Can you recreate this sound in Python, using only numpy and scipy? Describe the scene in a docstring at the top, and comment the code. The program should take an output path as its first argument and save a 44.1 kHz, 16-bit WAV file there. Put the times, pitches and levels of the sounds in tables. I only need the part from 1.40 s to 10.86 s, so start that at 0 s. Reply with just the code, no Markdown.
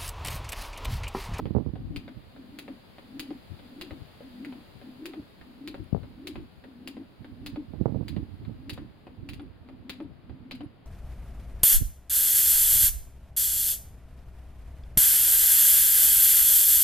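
"""Someone skips rope on garden paving. At the start a gust buffets the microphone's right port.
From 0.56 s the cord cracks down every 0.6 s: it hums through the air, slaps, then shoes land and
push off, all echoed by walls and a fence. Near 4.5 s a handle swivel chirps and wind hits the left
port, near 6.5 s the right. From 8 s the swivel chirps on three turns as the hiss of leaves fades."""
import sys
import numpy as np
from scipy import signal
from scipy.fft import rfft, irfft
from scipy.io import wavfile

SR = 44100
rng = np.random.default_rng(int(sys.argv[2]) if len(sys.argv) > 2 else 0)


def put_to_file(sound):
    """Save the sound as 16-bit audio at rate SR, in the file named by the first command-line argument."""
    columns = np.atleast_2d(sound).T  # one column per channel
    safe = np.clip(columns, -1, 1)
    whole_steps = np.round(safe * 32767)
    wavfile.write(sys.argv[1], SR, whole_steps.astype(np.int16))


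N = 417186
TIME = np.arange(N) / SR
AGE = TIME[:SR // 4]   # s since a contact


def cord_slaps():
    """The loop's tip cracks down, flicking sand; the rest of the cord lands on the grit and skitters."""
    # strikes and rebounds: t/s, relative level/dB, sand trim/dB, laying trim/dB, crack f/Hz
    strikes = [(0.5611, -30.5, -18, -3, 2660), (1.1874, -32, -12.5, -7, 2540),
               (1.795, -27.5, -10.5, -5, 2770), (2.412, -28, -15.5, -4.5, 2740),
               (3.0477, -34.5, -21, -10, 2150), (3.656, -30, -13, -6, 2350), (4.275, -32.5, -14.5, 1, 2796),
               (4.8711, -31.5, -10, 1, 2702), (5.4747, -30.5, -13, -9, 2790),
               (6.062, -31, -12.5, 1.5, 2550), (6.6816, -34, -14, -2, 2600), (7.2949, -29, -14, 0, 2615),
               (7.3325, -44, -6.5, -15, 2715), (7.889, -33.5, -16, -4, 2620), (7.9338, -38, -14, -22, 2700),
               (8.495, -27, -17, -1, 2780), (8.5317, -48, -15, -15, 2297), (9.111, -30, -23.5, 1.5, 2748),
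               (9.15, -45, -12.5, -15, 2500)]
    # spectra of tip, dragging cord and sand: f/Hz, gain/dB
    crack_spectrum = [(200, -8), (800, -8), (1400, -7), (2100, 0), (2700, 4.5), (3400, -2), (4800, -8.5),
                      (8000, -22), (16000, -58)]
    drag_spectrum = [(300, -4), (1200, -11), (2400, -17.5), (3900, 1), (4900, -2.5), (5800, -2),
                     (8000, -18), (16000, -27)]
    spray_spectrum = [(1000, -40), (3000, 2.5), (4500, 7), (6000, 10), (10500, 9), (16000, 12)]
    spectrum_peak_hz = 2700
    crack, drag, spray = np.zeros((3, 2, N))
    for s, db, sand_db, laying_db, crack_hz in strikes:
        tip = from_db(-10.5) * burst(rise_s=.002, t60_s=.0065, grain_db=-6.5)
        tip[round(.0018 * SR)] += 1   # the blow itself
        timbre = [(hz * crack_hz / spectrum_peak_hz, gain_db) for hz, gain_db in crack_spectrum]
        add(crack, s - .001, from_db(db + 21.5) * colour(wall_echoes(tip), timbre))
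        skitter = from_db(-20) * burst(rise_s=.04, t60_s=.12, grain_db=4)
        laying = from_db(laying_db) * burst(rise_s=.0011, t60_s=.065, grain_db=3.5)
        add(drag, s + .001056, from_db(db + 21) * wall_echoes(laying + skitter))
        sand = tip + from_db(-3) * burst(rise_s=.0046, t60_s=.032, grain_db=10)
        add(spray, s - .0009, from_db(db + sand_db + 24.5) * wall_echoes(sand))
    return crack + colour(drag, drag_spectrum) + colour(spray, spray_spectrum)


def cord_whirl():
    """The cord swishes over the head, down to the ground and up behind the heels."""
    # turns: ground t/s, overhead level/dB, downswing level/dB, f/Hz, upswing level/dB, f/Hz
    turns = [(-.05, -52, -41, 299.4, -50, 290), (.561, -54.5, -46.5, 312.4, -47, 297.3),
             (1.187, -51.5, -47.5, 298, -45.5, 278.2), (1.795, -63, -46, 302, -42, 308.7),
             (2.411, -54.5, -47.5, 330.3, -48, 305), (3.047, -54.5, -43.5, 295, -48, 284.7),
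             (3.656, -48.5, -45.5, 342, -44.5, 311.9), (4.275, -54.5, -45, 315.3, -48, 318.7),
             (4.871, -55, -46, 333.5, -44, 320), (5.474, -53.5, -46.5, 291.8, -42.5, 290),
             (6.062, -50, -48, 297.5, -41.5, 313), (6.681, -58, -48.5, 295, -45, 284.6),
             (7.295, -60, -48, 298.4, -45, 310.5), (7.889, -54, -50.5, 291.6, -44, 305),
             (8.495, -50.5, -50.5, 272.6, -41.5, 317), (9.109, -53, -48.5, 270, -44.5, 301)]
    # stroke shapes: fastest t re ground/s, build/s, die/s, width of pitch rise re swell
    overhead = (-.178, .06, .05, .8)
    downswing = (0.016, .115, .085, .52)
    upswing = (.122, .03, 0.05, .7)
    ground_s, over_db, down_db, down_hz, up_db, up_hz = np.transpose(turns)
    over_hz = np.full(len(turns), 267)
    strokes = [surge(ground_s, over_db, over_hz, overhead),
               surge(ground_s, down_db, down_hz, downswing),
               surge(ground_s, up_db, up_hz, upswing)]
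    return sum(eddy_tone(pitch_hz, gain) for pitch_hz, gain in strokes)


def surge(ground_s, db, peak_hz, shape, coasting_hz=230.3):
    """One stroke of every turn: pitch and gain rise and sink with the cord's speed."""
    offset_s, build_s, die_s, pitch_share = shape
    fastest_s = ground_s + offset_s
    turn = np.searchsorted((fastest_s[:-1] + fastest_s[1:]) / 2, TIME)
    since_s = TIME - fastest_s[turn]
    away = since_s / np.where(since_s < 0, build_s, die_s)
    pitch_hz = coasting_hz + (peak_hz[turn] - coasting_hz) / (1 + (away / pitch_share) ** 2)
    return pitch_hz, from_db(db)[turn] * np.exp(-away ** 2)


def eddy_tone(pitch_hz, gain):
    """Eddies peel off the cord: a wavering tone from the tip, a wider band from the slower sides."""
    phase = 2 * np.pi * np.cumsum(pitch_hz * (1 + .01843 * drift(rate_hz=14))) / SR
    sine, cosine = np.sin(phase), np.cos(phase)
    tip = sine * from_db(2.4 * drift(rate_hz=15.7))
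    sides = drift(rate_hz=45) * sine + drift(rate_hz=43.3) * cosine
    turbulence = from_db(-2.5 + 6 * (np.clip(pitch_hz, 220, 340) / 270 - 1))   # grows with speed
    hum = gain * rms_one(tip + turbulence * sides)
    reflections = drift(rate_hz=30) * cosine * gain * from_db(-18.5)
    return hum * from_db([[1], [-1]]) + reflections * [[1], [-1]]


def shoes():
    """Soles pat the paving and crunch grit, on landing and again on push-off."""
    # footfalls: t/s, relative level/dB, thud trim/dB
    footfalls = [(0.0559, -40, -9), (0.3555, -46, -0.5), (0.6789, -39.5, -8), (0.9623, -48.5, -0.5),
                 (1.2795, -39, -5.5), (1.5831, -41, -14), (1.9057, -42.5, -1), (2.1915, -46, -11),
                 (2.5076, -38.5, -5), (2.8051, -50, 5), (3.1242, -42.5, -6), (3.414, -46, -5.5),
                 (3.735, -40, -4.5), (4.0124, -44, -16), (4.343, -38, -4), (4.6319, -46.5, -1),
                 (4.9558, -37, -10), (5.2393, -43, -5), (5.5676, -45.5, 0), (5.8446, -43, -10),
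                 (6.1592, -41.5, -3.5), (6.7643, -40, -7.5), (7.05, -45.5, -19), (7.3761, -40, -4.5),
                 (7.668, -45.5, 1), (7.996, -42, -12), (8.2874, -46.5, -1.5), (8.6021, -44, 1.5),
                 (8.8954, -49.5, 0), (9.2067, -41.5, -3.5)]
    # spectra of grit and sole: f/Hz, gain/dB
    grit_spectrum = [(60, -11.5), (300, 4.5), (1000, 1.5), (2000, -1), (3500, -5.5), (5000, -12.5),
                     (16000, -19.5)]
    sole_spectrum = [(40, -15), (120, -15), (250, -9), (420, -0.5), (560, -0.5), (900, -9), (1500, -31.5),
                     (4000, -67)]
    grit, sole = np.zeros((2, 2, N))
    for s, db, thud_db in footfalls:
        crunch = burst(rise_s=.00055, t60_s=.026, grain_db=.5)
        crunch[round(.0005 * SR)] += from_db(-1.5)
        add(grit, s, from_db(db + 21.5) * wall_echoes(crunch))
        pat = burst(rise_s=.0008, t60_s=.051, grain_db=2)
        pat[round(.001 * SR)] += 1
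        add(sole, s, from_db(db + thud_db + 36) * wall_echoes(pat))
    return colour(grit, grit_spectrum) + colour(sole, sole_spectrum)


def swivels():
    """A handle's bearing rubs briefly and rings very high."""
    # rubs: t/s, level/dB
    chirps = [(4.435, -45.5), (8.015, -44), (8.622, -49), (9.233, -44)]
    # bearing modes: f/Hz, level/dB, t60/s
    modes = [(9300, -5, .006), (10950, -3, 0.0092)]
    rubs = np.zeros(N)
    for s, db in chirps:
        add(rubs, s, from_db(db) * burst(rise_s=.004, t60_s=.043, grain_db=14))
    ring = sum(from_db(db - 60 * AGE / t60_s) * np.sin(2 * np.pi * hz * AGE) for hz, db, t60_s in modes)
    return signal.oaconvolve(rubs, ring)[:N]


def wind():
    """Each port has its own lumpy rumble; strong eddies thump on it and break up into flutter."""
    # eddy hits: t/s, relative level/dB, flutter trim/dB, left-right/dB
    buffets = [(0.055, -21, -12.5, -26), (.106, -20, -19, -29), (.149, -13.5, -11, -40),
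               (.164, -14.5, -10, -42), (.184, -27, -2.5, -38), (.207, -22.5, -22, -35),
               (.262, -23, -11.5, -36), (.334, -26.5, -24, -37), (3.796, -32.5, -39, -5),
               (4.527, -15, -21.5, 43), (4.547, -17.5, -6.5, 42), (6.335, -29.5, -10.5, -23),
               (6.410, -16.5, -28.5, -34), (6.457, -15.5, -3, -30), (6.477, -32, -3.5, -32),
               (6.521, -20, -27, -24), (6.545, -22.5, -11.5, -29), (6.557, -16, -34, -28),
               (6.609, -23, -12.5, -29), (6.764, -21.5, -20, -25), (7.093, -30, -28, -15)]
    # spectra of wind on a port: f/Hz, gain/dB
    rumble_spectrum = [(20, -25), (50, -2), (100, 3), (180, -7), (300, -9), (500, -29), (1000, -42),
                       (2500, -79)]
    thump_spectrum = [(20, -39), (50, -6.5), (110, 4), (250, 0.5), (450, -11), (800, -26.5), (2000, -89.5)]
    flutter_spectrum = [(150, -7), (450, 7.5), (780, -1), (1100, -9.5), (1600, -25), (2200, -32.5),
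                        (3000, -60)]
    lumps_db = 5 * np.array([drift(rate_hz=15.8) for port in range(2)])
    rumble = rms_one(colour(rng.standard_normal((2, N)), rumble_spectrum))
    rumble *= airflow() * from_db(lumps_db)
    thumps, flutters = np.zeros((2, 2, N))
    for s, db, flutter_db, pan_db in buffets:
        ports = at_ports(db, pan_db)
        add(thumps, s + .0012, from_db(38.5) * ports * jolts(per_s=220, t60_s=.11))
        add(flutters, s + .00053, from_db(flutter_db + 33.5) * ports * jolts(per_s=200, t60_s=.11))
    return rumble + colour(thumps, thump_spectrum) + colour(flutters, flutter_spectrum)


def airflow(breeze_db=-73.5, fall_db=14, rise_share=.49):
    """Wind strength at each port: gusts build and die over a light breeze."""
    # gusts: peak t/s, level/dB, length at fall_db below peak/s, left-right/dB
    gusts = [(0.156, -35, 0.75, -30), (0.486, -37, 0.28, 6), (0.768, -42, 0.076, -22),
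             (2.145, -51, 0.35, 8), (2.597, -45, 0.2, 29), (3.357, -48.5, 0.1, 21), (4.02, -52, 0.14, -12),
             (4.401, -38, 0.083, 22), (4.55, -35.5, 0.15, 35), (4.7, -44.5, 0.14, -10),
             (4.983, -45, 0.17, -3), (5.172, -49, .12, 21), (5.979, -55, 0.28, -19),
             (6.551, -34.5, 0.91, -30.5), (7.06, -40.5, 0.44, -7), (7.4, -38.5, .25, -10),
             (7.95, -45, .55, -7), (8.335, -50, 0.23, -17), (8.705, -46, 0.23, 20), (8.924, -47, .2, -20),
             (9.21, -50, 0.38, -25)]
    power = np.full((2, N), from_db(breeze_db) ** 2)
    for s, db, length_s, pan_db in gusts:
        near = slice(*np.searchsorted(TIME, [s - 2 * length_s, s + 2 * length_s]))
        since_s = TIME[near] - s
        away = np.maximum(-since_s / rise_share, since_s / (1 - rise_share)) / length_s
        power[:, near] += (at_ports(db, pan_db) * from_db(-fall_db * away)) ** 2
    return np.sqrt(power)


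def jolts(per_s, t60_s):
    """One pressure jolt, then a dying run at random moments; energy 1."""
    hits = rng.random(len(AGE)) < per_s / SR
    run = hits * rng.uniform(.26, 1, len(AGE)) * from_db(-60 * AGE / t60_s)
    run[0] = 1
    return run * rng.choice([-1, 1], len(AGE)) / np.linalg.norm(run)


def wall_echoes(sound):
    """A contact at both ports: direct path, hard echoes that vary from spot to spot, dense scatter."""
    # echoes off ground, walls and fence: delay/s, level/dB
    echoes = [(.0005, -8), (.0039, -10), (.0055, -8.5), (.0068, -24), (0.0105, -8), (0.0378, -20)]
    response = np.zeros((2, len(AGE)))
    response[0, 0] = response[1, 2] = 1   # left port first
    for port in response:
        for delay_s, db in echoes:
            port[round(abs(delay_s + rng.normal(0, .00015)) * SR)] += from_db(db)
    heard = signal.fftconvolve(response, sound[None], axes=-1)
    for port in heard:
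        scatter = burst(rise_s=.0009, t60_s=.1, grain_db=0)
        add(port, .0035, from_db(-3) * np.linalg.norm(sound) * scatter)
    return from_db([[.8], [-.8]]) * heard


def garden_reverb(x):
    """Hedges and trees add a faint, dull, diffuse tail."""
    tails = np.array([burst(rise_s=.01, t60_s=.37, grain_db=4) for port in x])
    tails = signal.sosfilt(signal.butter(1, 6000, fs=SR, output="sos"), tails)
    return x + from_db(-10.5) * signal.oaconvolve(x, tails, axes=-1)[:, :N]


def leaves_and_air():
    """Leaves hiss all around, over a dull far-off murmur of air."""
    # rustle envelope: t/s, relative level/dB
    envelope = [(0, -63), (.3, -69), (.9, -64), (2.0, -61), (3.1, -60.5), (4.2, -64.5), (5.5, -68),
                (7.0, -68), (8.2, -74), (9.46, -75.5)]
    # spectra of leaves and distant air: f/Hz, gain/dB
    rustle_spectrum = [(200, 5.5), (600, 6.5), (1200, 0), (2500, -0.5), (4500, 0.5), (10000, -3),
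                       (16000, 2.5)]
    murmur_spectrum = [(20, -12), (70, -1), (200, 1), (350, -3.5), (600, -8), (1200, -14), (3000, -20),
                       (16000, -44.5)]
    leaves = rms_one(colour(rng.standard_normal((2, N)), rustle_spectrum))
    leaves *= from_db(np.interp(TIME, *np.transpose(envelope)) + 8.5)
    air = rng.standard_normal((2, N)) + .55 * rng.standard_normal(N)   # partly common to both ports
    murmur = from_db(-59.5) * rms_one(colour(air, murmur_spectrum))
    return (leaves + murmur) * from_db([[.6], [-.6]])


def burst(rise_s, t60_s, grain_db):
    """A swelling, dying shower of tiny uneven contacts; energy 1."""
    grains = rng.standard_normal(len(AGE)) * from_db(grain_db * rng.standard_normal(len(AGE)))
    shower = grains * (1 - np.exp(-AGE / rise_s)) * from_db(-60 * AGE / t60_s)
    return shower / np.linalg.norm(shower)


def drift(rate_hz, hop=20):
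    """Smooth random wander, rms 1."""
    slow_sr = SR // hop
    lowpass = signal.butter(2, rate_hz, fs=slow_sr, output="sos")
    slow = signal.sosfilt(lowpass, rng.standard_normal(N // hop + slow_sr))[slow_sr:]
    return np.interp(TIME, np.arange(len(slow)) / slow_sr, rms_one(slow))


def colour(x, spectrum, size=8192):
    """Minimum-phase filter with the given spectrum."""
    hz, db = np.transpose(spectrum)
    grid_hz = np.maximum(np.fft.rfftfreq(size, 1 / SR), 1)
    gain = from_db(np.interp(np.log(grid_hz), np.log(hz), db))
    cepstrum = irfft(np.log(gain))
    cepstrum[1:size // 2] *= 2
    cepstrum[size // 2 + 1:] = 0
    response = irfft(np.exp(rfft(cepstrum)))[:size // 2]
    return signal.oaconvolve(np.atleast_2d(x), response[None], axes=-1)[:, :N]


def at_ports(db, pan_db):
    """Split a level between left and right at constant power."""
    ports = from_db([[pan_db / 2], [-pan_db / 2]])
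    return from_db(db) * ports / np.linalg.norm(ports)


def add(track, s, sound):
    start = max(round(s * SR), 0)
    track[..., start:start + sound.shape[-1]] += sound[..., :N - start]


def from_db(db):
    return 10 ** (np.asarray(db) / 20)


def rms_one(x):
    return x / np.sqrt(np.mean(x ** 2) + 1e-20)


def scene():
    contacts = cord_slaps() + shoes() + swivels()
    return garden_reverb(contacts) + cord_whirl() + wind() + leaves_and_air()


def record(dry, cutoff_hz=16100):
    """The microphone is dull above 5 kHz; the top is cut."""
    # microphone response: f/Hz, gain/dB
    microphone = [(20, 6.5), (4300, 0.5), (4900, -1), (5550, -20.5), (6800, -13.5), (8400, -16),
                  (10300, -7.5), (12500, -13.5), (15500, -14), (16500, -23)]
    lowpass = signal.ellip(10, .2, 80, cutoff_hz, fs=SR, output="sos")
    return signal.sosfilt(lowpass, colour(dry, microphone))


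dry = scene()
out = record(dry)
put_to_file(out)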